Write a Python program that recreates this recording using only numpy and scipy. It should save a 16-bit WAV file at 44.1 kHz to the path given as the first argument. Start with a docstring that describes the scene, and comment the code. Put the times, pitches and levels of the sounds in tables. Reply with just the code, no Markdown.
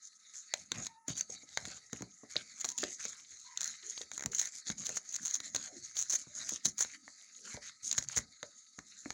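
"""Tearing open a paper envelope

A paper envelope is torn open by hand, close to a microphone in a quiet, soft room.
Sheets slide and rustle: shaped noise with tiny catches, plus small wrinkles that ring briefly.
Creases snap as short coloured pushes, and the seam rips as bursts of breaking fibres.
Fingers bump the envelope with dull pops, and gliding bands of noise make it sound hollow.
A thin tone whistles in one pause; still air and a short room tail lie behind it all."""
import sys
import numpy as np
from scipy import signal
from scipy.fft import rfft, irfft, next_fast_len
from scipy.io import wavfile
from scipy.ndimage import map_coordinates

SR = 44100
rng = np.random.default_rng(int(sys.argv[2]) if len(sys.argv) > 2 else 0)


def store_pcm(level_fs):
    """Save levels as 16-bit WAV."""
    pcm = np.round(np.clip(level_fs, -1, 1) * 32767).astype(np.int16)
    wavfile.write(sys.argv[1], SR, np.atleast_2d(pcm).T)


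N = 402633  # length in samples


def amp(db):
    """Turn decibels into a plain multiplier."""
    return 10 ** (np.asarray(db) / 20)


def unit(x):
    """Scale to rms 1."""
    return x / np.sqrt(np.mean(x ** 2) + 1e-20)


def along(points, hz):
    """Read (Hz, value) points at any frequency, on a log axis."""
    f, v = np.transpose(points)
    return np.interp(np.log(hz + 1), np.log(f + 1), v)


def curves(rows):
    """One value per sample for each column after the time."""
    s, *cols = np.transpose(rows)
    return [np.interp(np.arange(N) / SR, s, c) for c in cols]


def wobble(rate):
    """A smooth random curve through `rate` random points a second."""
    points = rng.standard_normal(int(N * rate / SR) + 4)
    return map_coordinates(points, [np.arange(N) * rate / SR])


def add(track, s, sound):
    """Mix a sound into the track at time s."""
    room_left = track[max(0, round(s * SR)):][:len(sound)]
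    room_left += sound[:len(room_left)]


def ring(spectrum, size=4096):
    """How a body with this spectrum answers one tap: nothing before the tap, total energy 1."""
    cepstrum = irfft(np.log(amp(along(spectrum, np.fft.rfftfreq(size, 1 / SR)))))
    # folding the second half onto the first puts the whole answer after the tap
    cepstrum[1:size // 2] *= 2
    cepstrum[size // 2 + 1:] = 0
    response = irfft(np.exp(rfft(cepstrum)))
    return response / np.linalg.norm(response)


def coloured(x, spectrum):
    """Sound x through a body with this spectrum."""
    return signal.fftconvolve(x, ring(spectrum))[:len(x)]


def filtered(x, gain):
    """Multiply x by a gain that depends on frequency."""
    m = next_fast_len(N + SR // 2)
    return irfft(rfft(x, m) * gain(np.fft.rfftfreq(m, 1 / SR)), m)[..., :N]


def breaks(rate, spread_db, size):
    """Clicks at random moments, about `rate` a second, of uneven strength and either sign."""
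    strength = amp(spread_db * np.clip(rng.standard_normal(size), -2, 2))
    happens = rng.random(size) < rate / SR
    return happens * strength * rng.choice([-1, 1], size)


def friction(spectrum, rate, spread_db, smooth_db, flutter_db, grip=1):
    """Tiny catches over a smooth rub; a light grip hardly catches at all; rms 1."""
    catches = grip * unit(breaks(rate, spread_db, size=N))
    rub = amp(smooth_db) * rng.standard_normal(N)
    flutter = amp(flutter_db * wobble(60))
    return unit(coloured((catches + rub) * flutter, spectrum))


def shifting_colour(x, width_hz, life_s, depth_db):
    """The colour shifts: random patches of pitch and time grow louder and softer; rms 1."""
    hz, t, z = signal.stft(x, SR, nperseg=1024, noverlap=896)
    row, col = np.meshgrid(hz / width_hz, t / life_s, indexing="ij")
    knots = rng.standard_normal((int(row.max()) + 2, int(col.max()) + 2))
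    field = np.clip(map_coordinates(knots, [row, col], order=1), -1.5, 1.5)
    patchy = signal.istft(z * amp(depth_db * field), SR, nperseg=1024, noverlap=896)[1]
    return unit(patchy[:N])


def buckle(t, scatter, t60):
    """One sharp push and the quickly dying shudder after it."""
    push = scatter * rng.standard_normal(len(t)) * amp(-60 * t / t60)
    push[0] = 1
    return push


# tone of the still air: f/Hz, level/dB (per Hz, relative)
AIR_SPECTRUM = [(80, -20.5), (220, 5), (450, -12), (1150, -12), (1280, 17.5), (1500, -22.5), (2050, 1.5),
                (2500, -23.5), (3400, -28), (6500, 2.5), (8600, -13), (9900, 0.5), (11500, -33)]


def still_air(db):
    """A faint steady noise, coloured like the quiet air."""
    return amp(db) * coloured(rng.standard_normal(N), AIR_SPECTRUM)


# light contact, as the sheets never quite rest except for one short pause:
# t/s, hiss level/dB (before the trim in scene)
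LIGHT_CONTACT = [(0, -67.5), (0.5, -60), (0.7, -65), (0.9, -62), (1.0, -81), (1.07, -96), (1.2, -63.5),
                 (1.45, -61), (1.53, -55.5), (1.85, -61.5), (2.1, -65), (2.5, -60), (3.4, -56), (4.1, -62),
                 (6.6, -59.5), (6.75, -68.5), (6.95, -71), (7.04, -61), (7.4, -57.5), (7.78, -65),
                 (8.28, -64), (8.57, -62), (8.73, -64), (9.13, -55.5)]
# the hands slide one sheet over another: start t/s, end t/s,
# hiss level/dB, mid rustle level/dB (before the trims in scene)
STROKES = [(0.027, 0.076, -52, -67), (0.346, 0.398, -49, -69), (0.554, 0.624, -54.5, -62),
           (0.744, 0.867, -50, -53), (1.088, 1.12, -49, -49), (1.157, 1.22, -51, -56),
           (1.3, 1.36, -52, -59), (1.58, 1.78, -52.5, -58), (1.928, 2.008, -56, -57.5),
           (2.301, 2.419, -54.5, -57), (2.578, 2.722, -55, -59), (2.786, 2.927, -48.5, -52.5),
           (3, 3.135, -48, -54), (3.59, 3.75, -54.5, -57), (3.828, 4.035, -52, -56.5),
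           (4.134, 4.161, -46.5, -55), (4.332, 4.486, -50, -53), (4.525, 4.599, -49.5, -59),
           (4.669, 4.715, -47, -51.5), (4.783, 4.981, -50, -54), (5.04, 5.41, -56.5, -62),
           (5.434, 5.491, -52, -59), (5.55, 5.679, -51, -53.5), (5.769, 5.918, -56, -64.5),
           (5.95, 6.075, -52, -58.5), (6.09, 6.221, -47.5, -59), (6.356, 6.566, -46, -54.5),
           (6.644, 6.694, -44.5, -52.5), (6.777, 6.958, -53, -56.5), (7.453, 7.568, -50, -53.5),
           (7.624, 7.695, -52.5, -54.5), (7.833, 8.047, -50, -58.5), (8.087, 8.2, -48.5, -50)]
STROKE_ATTACK_S, STROKE_RELEASE_S = 0.0082, 0.014  # time for a stroke's speed to change by a factor e
STROKE_ARCH_DB = 1.5  # a stroke is fastest, and loudest, in its middle
TOUCH_MID_DB = -4.5  # mid rustle against hiss in the lightest contact


def sliding():
    """Levels in dB of hiss and mid rustle: every stroke builds, arches and dies over the light contact."""
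    t = np.arange(N) / SR
    touch, = curves(LIGHT_CONTACT)
    hiss_power, mid_power = amp(touch) ** 2, amp(touch + TOUCH_MID_DB) ** 2
    for start, end, hiss_db, mid_db in STROKES:
        near = slice(*np.searchsorted(t, [start - .2, end + .2]))
        before = np.maximum(start - t[near], 0) / STROKE_ATTACK_S
        after = np.maximum(t[near] - end, 0) / STROKE_RELEASE_S
        arch = np.sin(np.pi * np.clip((t[near] - start) / (end - start), 0, 1)) - 1
        speed = np.exp(-before - after) * amp(STROKE_ARCH_DB * arch)
        hiss_power[near] += (amp(hiss_db) * speed) ** 2
        mid_power[near] += (amp(mid_db) * speed) ** 2
    return 10 * np.log10(hiss_power), 10 * np.log10(mid_power)


# how far a stroke bends the envelope: t/s, level/dB (added to the flexing of a firm stroke)
BEND = [(0, -21.5), (0.5, -23), (0.7, 10), (2.6, -2), (4.6, -11.5), (4.85, 2.5), (5.8, 2.5), (6.1, -8),
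        (8.6, -6)]
# hiss of a firm stroke, the flexing it causes before BEND, dB of flexing per dB of hiss
FIRM_DB, FIRM_FLEX_DB, FLEX_GROWTH = -48, -64.5, 1.45
BUMP_FLEX_DB, SNAP_FLEX_DB = -27, -51  # flexing against a bump's level or a snap's knock level
FLEX_SETTLE_S = 0.052  # the envelope settles by a factor e in this time


def flexing(hiss_level):
    """Level in dB of the flexing: firm strokes bend the envelope, and it settles after each bump and snap."""
    bend, = curves(BEND)
    power = amp(FIRM_FLEX_DB + bend + FLEX_GROWTH * (hiss_level - FIRM_DB)) ** 2
    settle = np.exp(-np.arange(SR // 2) / SR / FLEX_SETTLE_S)
    for events, flex_db in ((BUMPS, BUMP_FLEX_DB), (SNAPS, SNAP_FLEX_DB)):
        for s, db, *_ in events:
            add(power, s, (amp(db + flex_db) * settle) ** 2)
    return 10 * np.log10(power)


# tones of the rustle, each f/Hz, level/dB (per Hz, relative):
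# sliding hiss, mid rustle in loud strokes, mid rustle in quiet passages, flexing envelope
HISS = [(2500, -56), (3300, -26), (4600, -19), (5800, -8), (6600, 2), (7300, -7), (8300, -24.5),
        (10000, -25), (11500, -38.5), (14000, -52.5)]
LOUD_RUSTLE = [(300, -10), (900, -10.5), (1350, 3), (2100, 7), (2850, -1.5), (3600, 2.5), (4300, 8),
               (5300, 0), (8000, -12), (12000, -36.5)]
QUIET_RUSTLE = [(300, -17.5), (900, -26.5), (1350, -2.5), (2050, 9.5), (2700, -8), (3300, -14.5),
                (3750, 7.5), (4500, 11.5), (5400, -3), (8000, -27), (12000, -51.5)]
PANEL = [(25, -50.5), (70, 4.5), (130, -1), (250, 4.5), (450, -15.5), (750, -7.5), (1300, -41), (3000, -63)]
LOUD_MID_DB, LOUD_RANGE_DB = -59, 1  # mid level where quiet and loud tones meet, and how gradually
UNEVEN_DB, UNEVEN_PER_S = 2.2, 22  # the grip tightens and slackens: depth, changes per s


def rustle(hiss_level, mid_level, hiss_db, mid_db, flex_db):
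    """A hiss, a mid rustle (full when loud, with a gap near 3 kHz when quiet), and flexing underneath."""
    flex_level = flexing(hiss_level)
    grip = np.minimum(amp((hiss_level - FIRM_DB) / 2), 1)
    hiss = friction(HISS, rate=500, spread_db=7, smooth_db=-2, flutter_db=2, grip=grip)
    # fade between the two mid tones by level
    loudness = .5 + .5 * np.tanh((mid_level - LOUD_MID_DB) / (2 * LOUD_RANGE_DB))
    loud = friction(LOUD_RUSTLE, rate=700, spread_db=6, smooth_db=-1, flutter_db=2.5)
    quiet = friction(QUIET_RUSTLE, rate=1500, spread_db=4, smooth_db=0, flutter_db=3)
    mid = np.sqrt(loudness) * loud + np.sqrt(1 - loudness) * quiet
    flex = friction(PANEL, rate=270, spread_db=4, smooth_db=2, flutter_db=2.0)
    hiss = shifting_colour(hiss, width_hz=600, life_s=.04, depth_db=3.5)
    mid = shifting_colour(mid, width_hz=380, life_s=.06, depth_db=6.5)
    flex = shifting_colour(flex, width_hz=110, life_s=.09, depth_db=8)
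    layers = ((hiss_level + hiss_db, hiss), (mid_level + mid_db, mid), (flex_level + flex_db, flex))
    return sum(amp(level + UNEVEN_DB * wobble(UNEVEN_PER_S)) * sound for level, sound in layers)


# kinds of small wrinkle: middle f/Hz, typical rate per s in a firm grip,
# typical peak level/dB (over the stroke level it follows)
WRINKLES = [(1760, 18, 4.5), (4360, 45, 5.5), (6530, 50, 6)]


def crinkle(hiss_level, mid_level, spread_db, pitch_spread, cycles):
    """Small wrinkles give in clumps, each ringing briefly, louder and more often in harder strokes."""
    out, t = np.zeros(N), np.arange(SR // 100) / SR
    grip = np.minimum(amp(hiss_level - FIRM_DB), 1)
    followed = (mid_level, mid_level, hiss_level)
    pitch_shares = (2, 1, .5)  # how much of the pitch spread each kind gets
    for (hz, rate, db), level, share in zip(WRINKLES, followed, pitch_shares):
        clumped_rate = rate * grip * np.exp(wobble(16))
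        force = breaks(clumped_rate, spread_db, size=N) * amp(level + db)
        for i in np.flatnonzero(force):
            turns = hz * np.exp(share * pitch_spread * rng.standard_normal()) * t
            swell_and_fade = turns / cycles * np.exp(1 - turns / cycles)
            add(out, i / SR, force[i] * swell_and_fade * np.sin(2 * np.pi * turns))
    return out


# creases snapping and spots of the seam letting go: t/s,
# rms level/dB of the hollow knock, of the sheet's ring, of the bright crack
SNAPS = [(0.5386, -39.0, -37, -33.5), (0.7183, -44, -38, -36.5), (0.8676, -58, -46, -40.5),
         (1.0808, -58, -68, -45), (1.2097, -53, -72, -32), (1.5737, -36, -37.5, -37),
         (1.6534, -50.5, -49, -48.5), (1.9309, -52.0, -53, -41.5), (2.0217, -53.5, -75, -45.0),
         (2.3571, -45.5, -59, -49.5), (2.3654, -60, -30, -56), (2.6451, -47.0, -44.5, -39),
         (2.6498, -64, -59, -36.5), (2.6894, -71, -60, -36.0), (2.779, -70, -67, -37),
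         (2.7847, -65, -49, -36.5), (2.8327, -41.5, -75, -74), (2.8377, -44, -40.0, -39.0),
         (3.0529, -49.5, -59, -38), (3.5741, -68, -42.5, -36.5), (3.6082, -76, -53, -37.5),
         (3.6309, -59.5, -51.0, -40.5), (3.6437, -74, -58.0, -36.0), (3.9772, -56.5, -44.5, -55),
         (4.0154, -69, -46.0, -48), (4.116, -51, -54.0, -45.5), (4.1785, -51, -65, -39.0),
         (4.195, -53, -64, -45.0), (4.208, -51.0, -67, -46), (4.224, -48, -64, -44.5),
         (4.2371, -48.5, -60, -46), (4.26, -47, -63, -34.5), (4.3486, -66, -62.0, -34.5),
         (4.4144, -51.5, -67, -32.5), (4.7011, -46.5, -45, -40.0), (4.8922, -48, -63, -38.5),
         (4.9713, -45.5, -68, -37.5), (5.1629, -79, -61.0, -37.0), (5.3534, -58, -48, -37),
         (5.4028, -53, -47.5, -45), (5.548, -47.0, -44, -34.5), (5.5587, -54, -50, -40.5),
         (5.5626, -48.5, -38, -34.5), (5.9686, -58.5, -44, -45), (6.493, -69, -58.0, -35),
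         (6.6514, -60, -49.0, -46), (6.6554, -60, -42, -30.0), (6.6603, -69, -38.5, -40),
         (6.782, -69, -58.0, -39), (6.8072, -44.5, -57.0, -31), (6.8121, -61.0, -62.0, -34),
         (6.8484, -50.0, -51, -51), (7.0793, -51.5, -68.0, -73), (7.9137, -75, -40, -33),
         (7.9277, -62, -47, -33), (7.9805, -43.0, -43, -33), (7.985, -44, -56, -31),
         (8.0253, -56, -66.0, -43), (8.0867, -77, -68, -41), (8.1701, -45, -46, -38),
         (8.1742, -42.5, -48, -36), (8.1875, -46, -60.0, -39), (8.4296, -46.5, -47.5, -46),
         (8.7894, -49.5, -61, -50.5), (9.058, -49.5, -75, -66), (9.1047, -44.5, -47.5, -42.5)]
# tones of a snap, each f/Hz, level/dB (relative): the sheet around a crease, the stiff patch beside it,
# and breaking fibres (per Hz), which also colour the rips
KNOCK = [(150, -9), (600, -4), (1050, -5), (1750, 2.5), (2200, 1), (3000, -27.5), (9000, -59)]
CREASE_RING = [(1500, -26), (3000, -14.5), (3800, 1.5), (4800, -0.5), (5800, -24.5), (12000, -53.5)]
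FIBRES = [(200, -41), (1800, -20), (2800, -26), (4100, -13), (5100, -19), (6000, -1.5), (6650, 3),
          (7300, -5), (8300, -26), (10000, -24.5), (11500, -34), (13900, -41), (15300, -25.5)]


def snaps(scatter, shudder_t60, pitch_spread):
    """A crease flips over: knock, ring and crack, mixed differently at each spot; knock and ring shift pitch."""
    out, t = np.zeros(N), np.arange(SR // 80) / SR
    for s, *levels in SNAPS:
        size = np.exp(pitch_spread * rng.uniform(-1, 1))
        for spectrum, scale, level in zip((KNOCK, CREASE_RING, FIBRES), (size, size, 1), levels):
            shifted = [(hz * scale, gain) for hz, gain in spectrum]
            part = coloured(buckle(t, scatter, shudder_t60), shifted)
            add(out, s, amp(level) * unit(part))
    return out


def stick_slip(depth_db, settle_s):
    """The sheet holds still just before a crease snaps and slides on just after: dB per sample."""
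    stall, t = np.zeros(N), np.arange(SR // 8) / SR
    fade = np.exp(-t / settle_s)
    for s, *_ in SNAPS:
        add(stall, s - t[-1], np.concatenate([-fade[::-1], fade / 2]))
    return depth_db * np.clip(stall, -1, 1)


# fingers bumping the envelope: t/s, peak level/dB of the pop (before the trim in scene),
# f/Hz of the flexing panel
BUMPS = [(0.717, -40, 330), (1.083, -37, 283), (1.101, -33, 168), (1.297, -47.5, 503), (1.431, -53.5, 320),
         (1.675, -44.5, 315), (1.93, -36, 212), (2.008, -37, 278), (2.023, -38, 199), (2.234, -46, 424),
         (2.359, -35.5, 380), (2.644, -38.5, 700), (2.832, -30.5, 382), (3.056, -46, 292),
         (4.011, -44.5, 490), (4.249, -43, 240), (4.262, -36.5, 154), (4.7, -33.5, 216), (4.9, -43.5, 527),
         (5.547, -38.5, 560), (6.135, -46, 595), (6.271, -48.5, 209), (6.521, -41.5, 249),
         (6.655, -38, 162), (6.675, -42, 190), (6.847, -50, 179), (7.544, -40, 127), (7.574, -41.5, 586),
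         (7.981, -39.5, 119), (8.17, -36.5, 146), (8.188, -39, 130), (8.431, -41, 570), (8.786, -41.5, 202),
         (9.059, -37.5, 286)]


def bumps(db, scatter, shudder_t60, hum_db, hum_t60):
    """A finger pushes a panel of the envelope, which gives with a dull pop and hums briefly."""
    out, t = np.zeros(N), np.arange(SR // 4) / SR
    for s, level, hz in BUMPS:
        panel = [(25, -36), (hz * 0.25, -9), (hz, 0), (hz * 1.54, -7),
                 (1500, -25), (3000, -45), (12000, -75)]
        pop = coloured(buckle(t, scatter, shudder_t60), panel)
        hum = amp(hum_db - 60 * t / hum_t60) * np.sin(2 * np.pi * hz * t)
        add(out, s, amp(level + db) * (pop / np.abs(pop).max() + hum))
    return out


# a faint, thin tone in the pause: t/s, level/dB (before its flutter)
WHISTLE = [(0.88, -66), (0.945, -63), (0.99, -68), (1.08, -69)]
# its partials, from the lowest up: level/dB (relative)
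OVERTONES = [0, -14.5, -30]
WHISTLE_HZ = 910  # middle pitch


def whistle(waver_hz, flutter_db):
    """A thin, slightly unsteady tone with weak overtones."""
    db, = curves(WHISTLE)
    t = np.arange(N) / SR
    first, last = WHISTLE[0][0], WHISTLE[-1][0]
    gate = np.clip(np.minimum(t - first, last - t) / STROKE_ATTACK_S, 0, 1)
    phase = 2 * np.pi * np.cumsum(WHISTLE_HZ + waver_hz * wobble(120)) / SR
    tone = sum(amp(level) * np.sin(k * phase) for k, level in enumerate(OVERTONES, 1))
    return gate * amp(db + flutter_db * wobble(76)) * unit(tone)


# pulls along the seam: start t/s, end t/s, level/dB (before the trim in scene), fibre breaks per s
RIPS = [(1.079, 1.103, -46, 1800), (1.174, 1.201, -46, 6200), (2.598, 2.624, -45.5, 1800),
        (2.639, 2.724, -46.5, 130), (2.784, 2.851, -50, 200), (3.6, 3.701, -47, 130),
        (4.315, 4.377, -49, 2500), (4.381, 4.427, -39, 340), (4.419, 4.478, -45.5, 410),
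        (4.846, 4.878, -41.5, 600), (4.955, 4.98, -43.5, 680), (5.123, 5.166, -46.5, 550),
        (5.225, 5.374, -43, 284), (5.954, 6.038, -40, 385), (6.097, 6.165, -37, 1700),
        (6.65, 6.67, -35.5, 3000), (6.661, 6.692, -47.5, 1400), (6.788, 6.803, -39, 1700),
        (6.803, 6.846, -37.5, 1500), (7.974, 7.995, -42, 2400), (8.16, 8.187, -37, 1460)]
CLUMPS_PER_S = 140  # how often the tear catches and runs on


def rips(spread_db, fuzz_db, swell, db, clump_db):
    """The tear runs in fits: bundles of fibres part in clumps over a fuzz of single fibres."""
    force = np.zeros(N)
    for start, end, level, rate in RIPS:
        n = max(200, round((end - start) * SR))
        pull = np.abs(np.sin(np.linspace(0, np.pi, n))) ** swell
        knots = np.arange(n) / SR * CLUMPS_PER_S
        fits = amp(clump_db * map_coordinates(rng.uniform(-1, 1, int(knots[-1]) + 3), [knots]))
        bundles = unit(breaks(rate, spread_db, size=n))
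        fuzz = amp(fuzz_db) * rng.standard_normal(n)
        add(force, start, amp(level + db) * unit((bundles + fuzz) * pull * fits))
    tear = coloured(force, FIBRES)
    return tear.std() * shifting_colour(tear, width_hz=900, life_s=.025, depth_db=3.5)


# soft hollow resonances as the envelope is handled: start t/s, end t/s, start f/Hz, end f/Hz,
# width f/Hz, level/dB (before the trim in scene)
HOLLOW = [(2.692, 2.796, 990, 932, 111, -68), (3.444, 3.57, 1040, 960, 170, -66),
          (3.83, 3.915, 377, 432, 131, -68), (4.267, 4.335, 467, 445, 200, -61.5),
          (4.786, 4.833, 195, 174, 152, -56), (5.199, 5.243, 250, 215, 193, -60),
          (5.358, 5.54, 298, 213, 109, -71), (5.63, 5.79, 680, 616, 380, -68),
          (5.723, 5.795, 341, 278, 167, -59), (6.258, 6.523, 588, 665, 88, -76),
          (6.922, 7.105, 264.5, 248, 129.4, -71.5), (7.94, 8.27, 152, 127.7, 69.7, -68),
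          (7.37, 7.53, 460, 441, 258, -73)]


def hollow(db):
    """Narrow bands of noise swell, glide and fade."""
    out = np.zeros(N)
    for start, end, start_hz, end_hz, width_hz, level in HOLLOW:
        u = np.linspace(0, 1, max(200, round((end - start) * SR)))
        knots = u * (end - start) * width_hz  # faster flutter makes a wider band
        flutter = [map_coordinates(rng.standard_normal(int(knots[-1]) + 4), [knots]) for _ in range(2)]
        phase = 2 * np.pi * np.cumsum(start_hz + (end_hz - start_hz) * u) / SR
        band = flutter[0] * np.cos(phase) + flutter[1] * np.sin(phase)
        swell = np.sqrt(np.abs(np.sin(np.pi * u)))
        add(out, start, amp(level + db) * unit(band * swell))
    return out


# time for the room tail to fall by 60 dB: f/Hz, time t/s
ROOM_T60 = [(150, 0.28), (3000, 0.13), (10000, 0.12)]
# what the soft room sends back: f/Hz, level/dB (before the room level in scene)
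WALLS = [(250, -0.5), (2000, -4), (6000, -9)]


def room(x):
    """A short, dull tail of fading noise in which the treble dies first."""
    hz, t, z = signal.stft(rng.standard_normal(SR // 2), SR, nperseg=256)
    fade = amp(-60 * t / along(ROOM_T60, hz)[:, None])
    tail = signal.istft(z * fade, SR, nperseg=256)[1]
    late = np.pad(x, (SR // 200, 0))  # the walls answer 5 ms later
    wet = signal.fftconvolve(late, tail / np.linalg.norm(tail))[:N]
    return filtered(wet, lambda f: amp(along(WALLS, f)))


def scene():
    """Paper close by, its soft answer from the walls, and still air."""
    levels = sliding()
    paper = rustle(*levels, hiss_db=1.5, mid_db=0, flex_db=2.5)
    paper = paper + crinkle(*levels, spread_db=6, pitch_spread=.1, cycles=.8)
    paper = paper * amp(stick_slip(depth_db=0.5, settle_s=0.029))
    paper = paper + snaps(scatter=.16, shudder_t60=.014, pitch_spread=.06)
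    paper = paper + bumps(db=-0.5, scatter=0.13, shudder_t60=0.053, hum_db=-8.5, hum_t60=0.065)
    paper = paper + whistle(waver_hz=18, flutter_db=3)
    # spread_db: how much the strengths of fibre bundles differ
    paper = paper + rips(spread_db=6.5, fuzz_db=-6.5, swell=0.14, db=5.0, clump_db=5.5)
    paper = paper + hollow(db=0.5)
    return (paper + amp(-11.5) * room(paper) + still_air(db=-77.0))[None]


def record(dry, low_hz=50, top_hz=16000):
    """The small microphone loses the deep bass; nothing is kept above the band limit."""
    thin = signal.sosfilt(signal.butter(3, low_hz, "highpass", fs=SR, output="sos"), dry)
    return filtered(thin, lambda hz: hz < top_hz)


dry = scene()
out = record(dry)
store_pcm(out)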